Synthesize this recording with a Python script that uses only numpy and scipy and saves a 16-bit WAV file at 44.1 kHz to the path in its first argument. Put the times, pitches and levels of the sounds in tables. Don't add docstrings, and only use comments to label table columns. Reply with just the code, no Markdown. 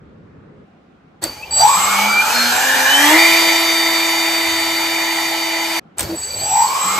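import sys
import numpy as np
from scipy import signal
from scipy.fft import rfft, irfft
from scipy.io import wavfile
from scipy.ndimage import uniform_filter1d

SR = 44100
rng = np.random.default_rng(int(sys.argv[2]) if len(sys.argv) > 2 else 0)


def master_out(mix):
    frames = np.transpose(np.atleast_2d(mix))
    ceiling = np.clip(frames, -1, 1)
    pcm = np.round(ceiling * 32767).astype(np.int16)
    wavfile.write(sys.argv[1], SR, pcm)


N = 308259
HOP, SIZE = 256, 1024

# frequency_hz, relative_density_db
FIRST_ROOM = [(15, -43), (25, -21), (106, -5.5), (249, -7.5), (358, -15), (418, -10.5), (615, -19),
              (682, -25), (1370, -24.5), (9270, -60.5), (12000, -73), (15600, -103), (22000, -120)]
WORKSHOP = [(15, -42.5), (25, -12), (134, -8.5), (174, -1.5), (665, -15.5), (756, -8.5), (861, -19),
            (1480, -16.5), (1640, -23.5), (2550, -27), (12000, -57), (15600, -91.5), (22000, -120)]
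FIRST_ROOM_DB, WORKSHOP_DB = -43.5, -49
WORKSHOP_START_S = 0.65

# frequency_hz, left_minus_right_db
PORT_BIAS = [(300, 0), (700, 0), (1300, -1.2), (2400, 0), (4400, -1), (8000, 0)]
# frequency_hz, correlation (0-1)
PORT_LIKENESS = [(60, 0.96), (300, 0.95), (700, 0.79), (1700, 0.43), (2240, 1), (3300, 0.2), (4800, 0.28),
                 (5340, 0.11), (6400, 0.99), (7400, 0.21), (8000, 0.99), (12000, 0.96), (13000, 0.98),
                 (14400, 0.48)]
# frequency_hz, left_lead_rad
PORT_LEAD = [(300, 0), (690, -.4), (1200, .3), (2240, 0), (3270, 1.6), (3800, 0), (4800, .3), (5800, -.4),
             (6900, .3), (7900, -1.1), (9500, -3), (10500, -3.6), (12550, -6.3), (13600, -6.3),
             (15200, -9.3)]
DIP_HZ, DIP_WIDTH_HZ, DIP_DB = 9950, 420, -24
BAND_EDGE_HZ = 15650

# start_s, end_s
RUNS = [(1.214, 5.797), (5.968, 7.1)]
# time_s, speed_hz
SPEED = [
    [(1.22, 17), (1.3, 41), (1.5, 72), (1.55, 92), (1.7, 163), (1.8, 192.3), (2.0, 202.5), (2.2, 216),
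     (2.3, 231), (2.36, 239), (2.5, 242), (2.56, 251), (2.7, 263), (2.84, 261), (3.0, 285), (3.08, 298),
     (3.19, 331), (3.25, 332), (4.0, 330.7), (5.8, 330)],
    [(5.97, 10), (6.16, 27), (6.23, 61), (6.3, 83.5), (6.58, 141.3), (6.86, 186.4), (6.99, 199)],
]
BLADES, MAGNETS = 11, 14

# time_s, reference_level_db, shedding_over_hiss_db, duct_ringing_db
AIR = [
    [(1.21, -69, 5, 4), (1.22, -61, 5, -4), (1.23, -39, -9, -18), (1.29, -52, 9, -3), (1.49, -62, -24, 14),
     (1.61, -37.5, 20.5, -1.5), (2.0, -35, 9.5, 7), (2.17, -39, 11.5, 4.5), (2.32, -34, 8.5, 1.5),
     (2.86, -33.5, 10, 0.5), (3.09, -29, 8.5, 1), (3.73, -35, 4.5, -4.5), (5.52, -40, 6, 3.5),
     (5.79, -39.5, 4, 3), (5.8, -25, 13, -3)],
    [(5.96, -78, 8.5, -3), (5.97, -74, 5, 0), (5.98, -58, 8, 4), (5.996, -37, 3, -2),
     (6.07, -52.5, -3, -17), (6.318, -50, 10.5, 1), (6.576, -42, 19.5, 0.5), (6.696, -42, 17.5, 0),
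     (6.99, -36.5, 13.5, 0)],
]
AIR_GAIN_DB = 11.5
# frequency_hz, relative_level_db
HISS = [(100, -14), (300, -9), (600, 5), (850, 15), (1200, 9), (1500, 8.5), (2800, 5.5), (4000, 8),
        (5500, 4.5), (6500, 6.5), (8500, 4.5), (9300, 8.5), (11000, 4), (13500, -1), (15000, -2.5),
        (15300, -35)]
# centre_hz, width_hz, relative_gain_db
DUCT = [(723.6, 120, -2.5), (863, 13, 5.5), (1057, 22, -13), (1800, 23.3, -7.5), (2381, 30, 14),
        (3000, 230, 2.5), (4390, 70, -7), (4920, 70, 0.5), (6100, 120, -2)]
SHED_MULTIPLE, SHED_SPREAD, SHED_DB = 6.21, 0.1, 11
# centre_hz, width_hz, gain_db
SHED_DUCT = [(853, 41, 13.5), (1078, 40, 4.5), (1756, 51, 7), (2034, 100, 3.5), (2395, 27, 19.5)]
# time_s, rattle_level_db, rumble_level_db
SHAKE = [
    [(1.21, -16, -27), (1.26, -12, -19), (1.35, -27.5, -36), (1.61, -19, -24), (2.2, -19.5, -35),
     (2.8, -15.5, -33), (3.66, -21, -40), (4.4, -26.5, -51), (4.48, -25, -27), (5.2, -22.5, -46),
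     (5.8, -25, -50)],
    [(5.96, -23, -32), (6.048, -11, -10), (6.12, -13, -25), (6.222, -29, -32), (6.44, -19, -24),
     (6.754, -24, -36), (6.99, -15, -31)],
]
# frequency_hz, relative_level_db
RATTLE = [(150, -17), (320, -5), (570, -3.5), (900, -10), (2500, -19.5), (5000, -24)]
RUMBLE = [(25, -25), (60, -13.5), (90, 11), (200, -13), (300, -18.5), (500, -37)]

# centre_hz, width_hz, gain_over_reference_db
SHAFT_MODES = [(97, 38, 6), (129, 23, 2.5), (186.8, 8, 2), (206.4, 14, 6), (241, 7.1, 3.5), (261, 2.7, 0),
               (296, 27.9, 9.5), (318.2, 16.5, 16), (329.4, 14, 6)]
BLADE_MODES = [(2098, 60, 5.6), (2243, 200, 13.2), (2369, 87, 26), (2550, 28.2, 11), (3037, 113, 20.3),
               (3290, 330, 7), (3641, 27, 10)]
MAGNET_MODES = [(2300, 330, 1), (3700, 100, 3), (4400, 400, 1.5), (4632, 45, 13)]
OVERTONES = list(zip([2, 3, 4, 9, 10, 12, 13, 21], [2, 2, 0, -1, -4, -3, -5, -5]))
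# centre_hz, width_hz, gain_db
LIFT = [(527, 22, 4.5), (618, 23, 8.5), (760, 42, 12), (920, 53, 12), (1063, 19, 13.5), (1185, 95, 9)]

# time_s, level_db
WHISTLE = [
    [(1.508, -27), (1.58, -12), (1.65, -22), (1.72, -18.5), (1.82, -20.5), (1.975, -33.5), (2.46, -43),
     (2.57, -26.5), (2.9, -42)],
    [(6.15, -31), (6.2, -26), (6.32, -31.5), (6.434, -22), (6.6, -19), (6.66, -24), (6.775, -32.5),
     (6.836, -22.5), (6.99, -28.5)],
]
WHISTLE_START_HZ = [7766, 7808]
SAG_HZ, SAG_POWER = 155, 0.52
# centre_hz, width_hz, gain_over_reference_db
SIDEBAND = [(4260, 88, 13.7), (4680, 170, 7), (5980, 770, 9.3)]
SPURS_DB = -14.5
COILS = list(zip([(0, 28), (0, 42), (1, 42), (2, -42), (2, 0)], [-8, -5, 0, -2, 2]))
# centre_hz, width_hz, gain_db for one passage
HOUSING = [(2500, 400, 9), (4390, 90, 19), (6200, 1500, 5)]

# start_s, end_s, least_level_db, flutter_power_share (0-1)
BELL = [(1.216, 1.48, -47, .65), (1.507, 1.76, -31, 0.1), (6.04, 6.8, -38.5, 0.55)]
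# peak_time_s, peak_level_db, rise_db_per_s, fall_db_per_s
FLARES = [(1.24, -28, 900, 92), (1.545, -17.5, 329, 700), (1.609, -10, 449, 400), (6.245, -30, 100, 200),
          (6.316, -26, 300, 150), (6.446, -26.5, 150, 200), (6.64, -27.5, 100, 150)]
BELL_HZ, BELL_CLIMB = 4550, 1.2

# start_s, length_s, level_db before the fades
SHUDDERS = [(1.219, 0.057, -28.5), (6.0, 0.1, -33.5), (6.075, 0.091, -24)]
# centre_hz, width_hz, gain_db for one of two passages
STAND = [(88, 11, 0.5), (196, 30, -1.5), (328.4, 5.7, 7), (580, 85, 0.5)]
# start_s, ping_scale_db, ping_hz, crack_start_db
JERKS = [(1.2395, -2, 7940, -22.5), (5.9833, -6.5, 8030, -28), (5.9942, -5, 8430, -23),
         (6.0072, -8, 8200, -20), (6.0294, -16, 7710, -27)]


def amp(db):
    return 10 ** (np.asarray(db) / 20)


def evened(x):
    return x / np.sqrt(np.mean(x ** 2) + 1e-20)


def read(points, hz):
    f, value = np.transpose(points)
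    return np.interp(np.log(hz + 1), np.log(f + 1), value)


def follow(rows, t):
    s, *columns = np.transpose(rows)
    return [np.interp(t, s, column) for column in columns]


def peaks(modes, hz):
    return np.sqrt(sum(amp(db) ** 2 / (1 + (2 * (hz - f) / w) ** 2) for f, w, db in modes))


def steep(modes, hz):
    return np.sqrt(sum((amp(db) / (1 + (2 * (hz - f) / w) ** 2)) ** 2 for f, w, db in modes))


def grid():
    return np.fft.rfftfreq(SIZE, 1 / SR)[:, None], np.arange(N // HOP + 5) * HOP / SR


def noise(gain, same, patchy_db):
    hz, t = grid()
    a, b, c, d, patches = rng.standard_normal((len(t), len(hz), 5)).T
    patches = uniform_filter1d(patches, size=10, axis=0)
    patches = evened(uniform_filter1d(patches, size=12, axis=1))
    left = a + 1j * b
    shared = same * left * np.exp(-1j * read(PORT_LEAD, hz))
    right = shared + np.sqrt(1 - same ** 2) * (c + 1j * d)
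    white_rms = np.std(signal.istft(left, nperseg=SIZE, noverlap=SIZE - HOP)[1])
    half_bias = amp(read(PORT_BIAS, hz) / 2)
    spectra = np.array([left * half_bias, right / half_bias]) * gain * amp(patchy_db * patches) / white_rms
    return signal.istft(spectra, nperseg=SIZE, noverlap=SIZE - HOP)[1][:, :N]


def tone(hz, db, waver_db=0.5):
    slow = rng.standard_normal((N // HOP + 2, 2))
    slow = evened(uniform_filter1d(slow, size=4, axis=0)).T
    frames, position = np.arange(slow.shape[1]), np.arange(N) / HOP
    waver = np.array([np.interp(position, frames, slow[0] + 0.51 * own) for own in slow])
    phase = 2 * np.pi * (np.cumsum(hz) / SR + rng.random())
    half_lead = read(PORT_LEAD, abs(hz)) / 2
    return np.sqrt(2) * amp(db + waver_db * waver) * np.sin([phase + half_lead, phase - half_lead])


def shaft(t):
    return follow(SPEED[0] + SPEED[1], t)[0]


def reference(t):
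    return follow(AIR[0] + AIR[1], t)[0]


def running(t):
    return sum(np.clip((t - a) / 0.0075, 0, 1) * np.clip((b - t) / 0.0081, 0, 1) for a, b in RUNS)


def during(start, end, t):
    return np.clip((t - start) / 0.004, 0, 1) * np.clip((end - t) / 0.004, 0, 1)


def room_air(shape, db, hz):
    density = amp(read(shape, hz))
    return amp(db) * density / np.sqrt(np.mean(density ** 2))


def rooms():
    hz, t = grid()
    first, workshop = room_air(FIRST_ROOM, FIRST_ROOM_DB, hz), room_air(WORKSHOP, WORKSHOP_DB, hz)
    gain = np.where(t < WORKSHOP_START_S, first, workshop)
    return noise(gain, read([(200, 0.93), (700, 0.11)], hz), patchy_db=1.0)


def air():
    hz, t = grid()
    level_db, shed_db, ring_db = follow(AIR[0] + AIR[1], t)
    rattle_db, rumble_db = follow(SHAKE[0] + SHAKE[1], t)
    log_ratio = np.log((hz + 1) / (SHED_MULTIPLE * shaft(t)))
    shed = amp(SHED_DB + shed_db) * np.exp(-0.5 * (log_ratio / SHED_SPREAD) ** 2)
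    shed = shed * np.hypot(1, peaks(SHED_DUCT, hz))
    hiss = amp(read(HISS, hz)) * np.hypot(1, amp(ring_db) * peaks(DUCT, hz))
    flow = amp(level_db + AIR_GAIN_DB) * np.hypot(hiss, shed)
    rattle = amp(rattle_db + read(RATTLE, hz))
    rumble = amp(rumble_db + read(RUMBLE, hz))
    stand = np.hypot(rattle, rumble)
    return noise(np.hypot(flow, stand), read(PORT_LIKENESS, hz), patchy_db=1.5)


def rotor(t):
    speed, level_db = shaft(t), reference(t)
    out = np.zeros((2, N))
    main_tones = [(1, SHAFT_MODES, 0.55), (BLADES, BLADE_MODES, 1.2), (MAGNETS, MAGNET_MODES, 1.1)]
    for multiple, modes, waver_db in main_tones:
        out += tone(multiple * speed, level_db, waver_db) * steep(modes, multiple * speed)
    load_db = 70 * np.log10(speed / speed.max())
    for multiple, db in OVERTONES:
        hz = multiple * speed
        out += tone(hz, level_db + db + load_db, 1.32) * np.hypot(1, steep(DUCT + LIFT, hz))
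    return out


def controller(t):
    speed, level_db = shaft(t), reference(t)
    out = np.zeros((2, N))
    for (run_start, _), rows in zip(RUNS, WHISTLE):
        lone_tone = tone(42 * speed, level_db - 1, 3) * peaks(HOUSING, 42 * speed) ** 2
        out += during(run_start, rows[0][0], t) * lone_tone
    coil_db = level_db - 0.3 * np.maximum(speed - 180, 0)
    for rows, start_hz in zip(WHISTLE, WHISTLE_START_HZ):
        start, end = rows[0][0], rows[-1][0]
        hz = start_hz - SAG_HZ * np.maximum(t - start, 0) ** SAG_POWER
        side_hz = hz - MAGNETS * speed
        parts = tone(hz, follow(rows, t)[0], 1.56)
        parts += tone(side_hz, level_db, 2.0) * steep(SIDEBAND, side_hz)
        for k in range(2, 6):
            parts += tone(side_hz + k * speed, level_db + SPURS_DB, 2.5) * steep(SIDEBAND[:1], side_hz)
        parts += tone(hz - 21 * speed, level_db + 6 - np.maximum(speed - 82, 0), 2)
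        for (whistle_multiple, shaft_multiple), db in COILS:
            coil_hz = whistle_multiple * hz + shaft_multiple * speed
            parts += tone(coil_hz, coil_db + db, 2.5) * np.hypot(1, peaks(HOUSING, coil_hz))
        out += during(start, end, t) * parts
    return out


def bell(t):
    out = np.zeros((2, N))
    hz = BELL_HZ + BELL_CLIMB * shaft(t)
    flares = [db - np.maximum(rise * (s - t), fall * (t - s)) for s, db, rise, fall in FLARES]
    flare_db = np.max(flares, axis=0)
    for start, end, db, share in BELL:
        flutter = uniform_filter1d(rng.standard_normal(N), size=130)
        flutter = evened(uniform_filter1d(flutter, size=130))
        strength = np.sqrt(1 - share) + np.sqrt(share) * flutter
        out += during(start, end, t) * strength * tone(hz, np.maximum(db, flare_db))
    return out


def starts():
    out = np.zeros((2, N))
    for s, length, db in SHUDDERS:
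        n = round(length * SR)
        spectrum = rfft(rng.standard_normal(8192))
        ringing = peaks(STAND, np.fft.rfftfreq(8192, 1 / SR)) ** 2
        shake = evened(irfft(spectrum * ringing))
        out[:, round(s * SR):][:, :n] += amp(db) * shake[:n] * signal.windows.tukey(n, 0.5)
    u = np.arange(1500) / SR
    port_phase = np.array([[-0.6], [0.6]])
    for s, db, hz, crack_db in JERKS:
        swell = (u / 0.00068) * np.exp(1 - u / 0.00054)
        ping = amp(db) * swell * np.sin(2 * np.pi * hz * u + port_phase)
        crack = rng.standard_normal((2, len(u)))
        crack = crack[0] + 0.5 * crack
        decay = amp(crack_db - 60 * u / 0.06)
        out[:, round(s * SR):][:, :len(u)] += ping + decay * crack
    return out


def scene():
    t = np.arange(N) / SR
    fan = air() + rotor(t) + controller(t) + bell(t)
    return rooms() + running(t) * fan + starts()


def record(dry):
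    hz = np.linspace(0, SR / 2, 513)
    dip_gain = amp(DIP_DB * np.exp(-((hz - DIP_HZ) / DIP_WIDTH_HZ) ** 4))
    dip = signal.firwin2(511, hz, dip_gain, fs=SR)
    bass_cut = signal.butter(3, 50, "high", fs=SR, output="sos")
    coloured = signal.sosfilt(bass_cut, signal.oaconvolve(dry, dip[None], "same"))
    overloaded = np.clip(coloured, -1, 1)
    edge = signal.firwin(511, BAND_EDGE_HZ, window=("kaiser", 9), fs=SR)
    return np.clip(signal.oaconvolve(overloaded, edge[None], "same"), -1, 1)


dry = scene()
out = record(dry)
master_out(out)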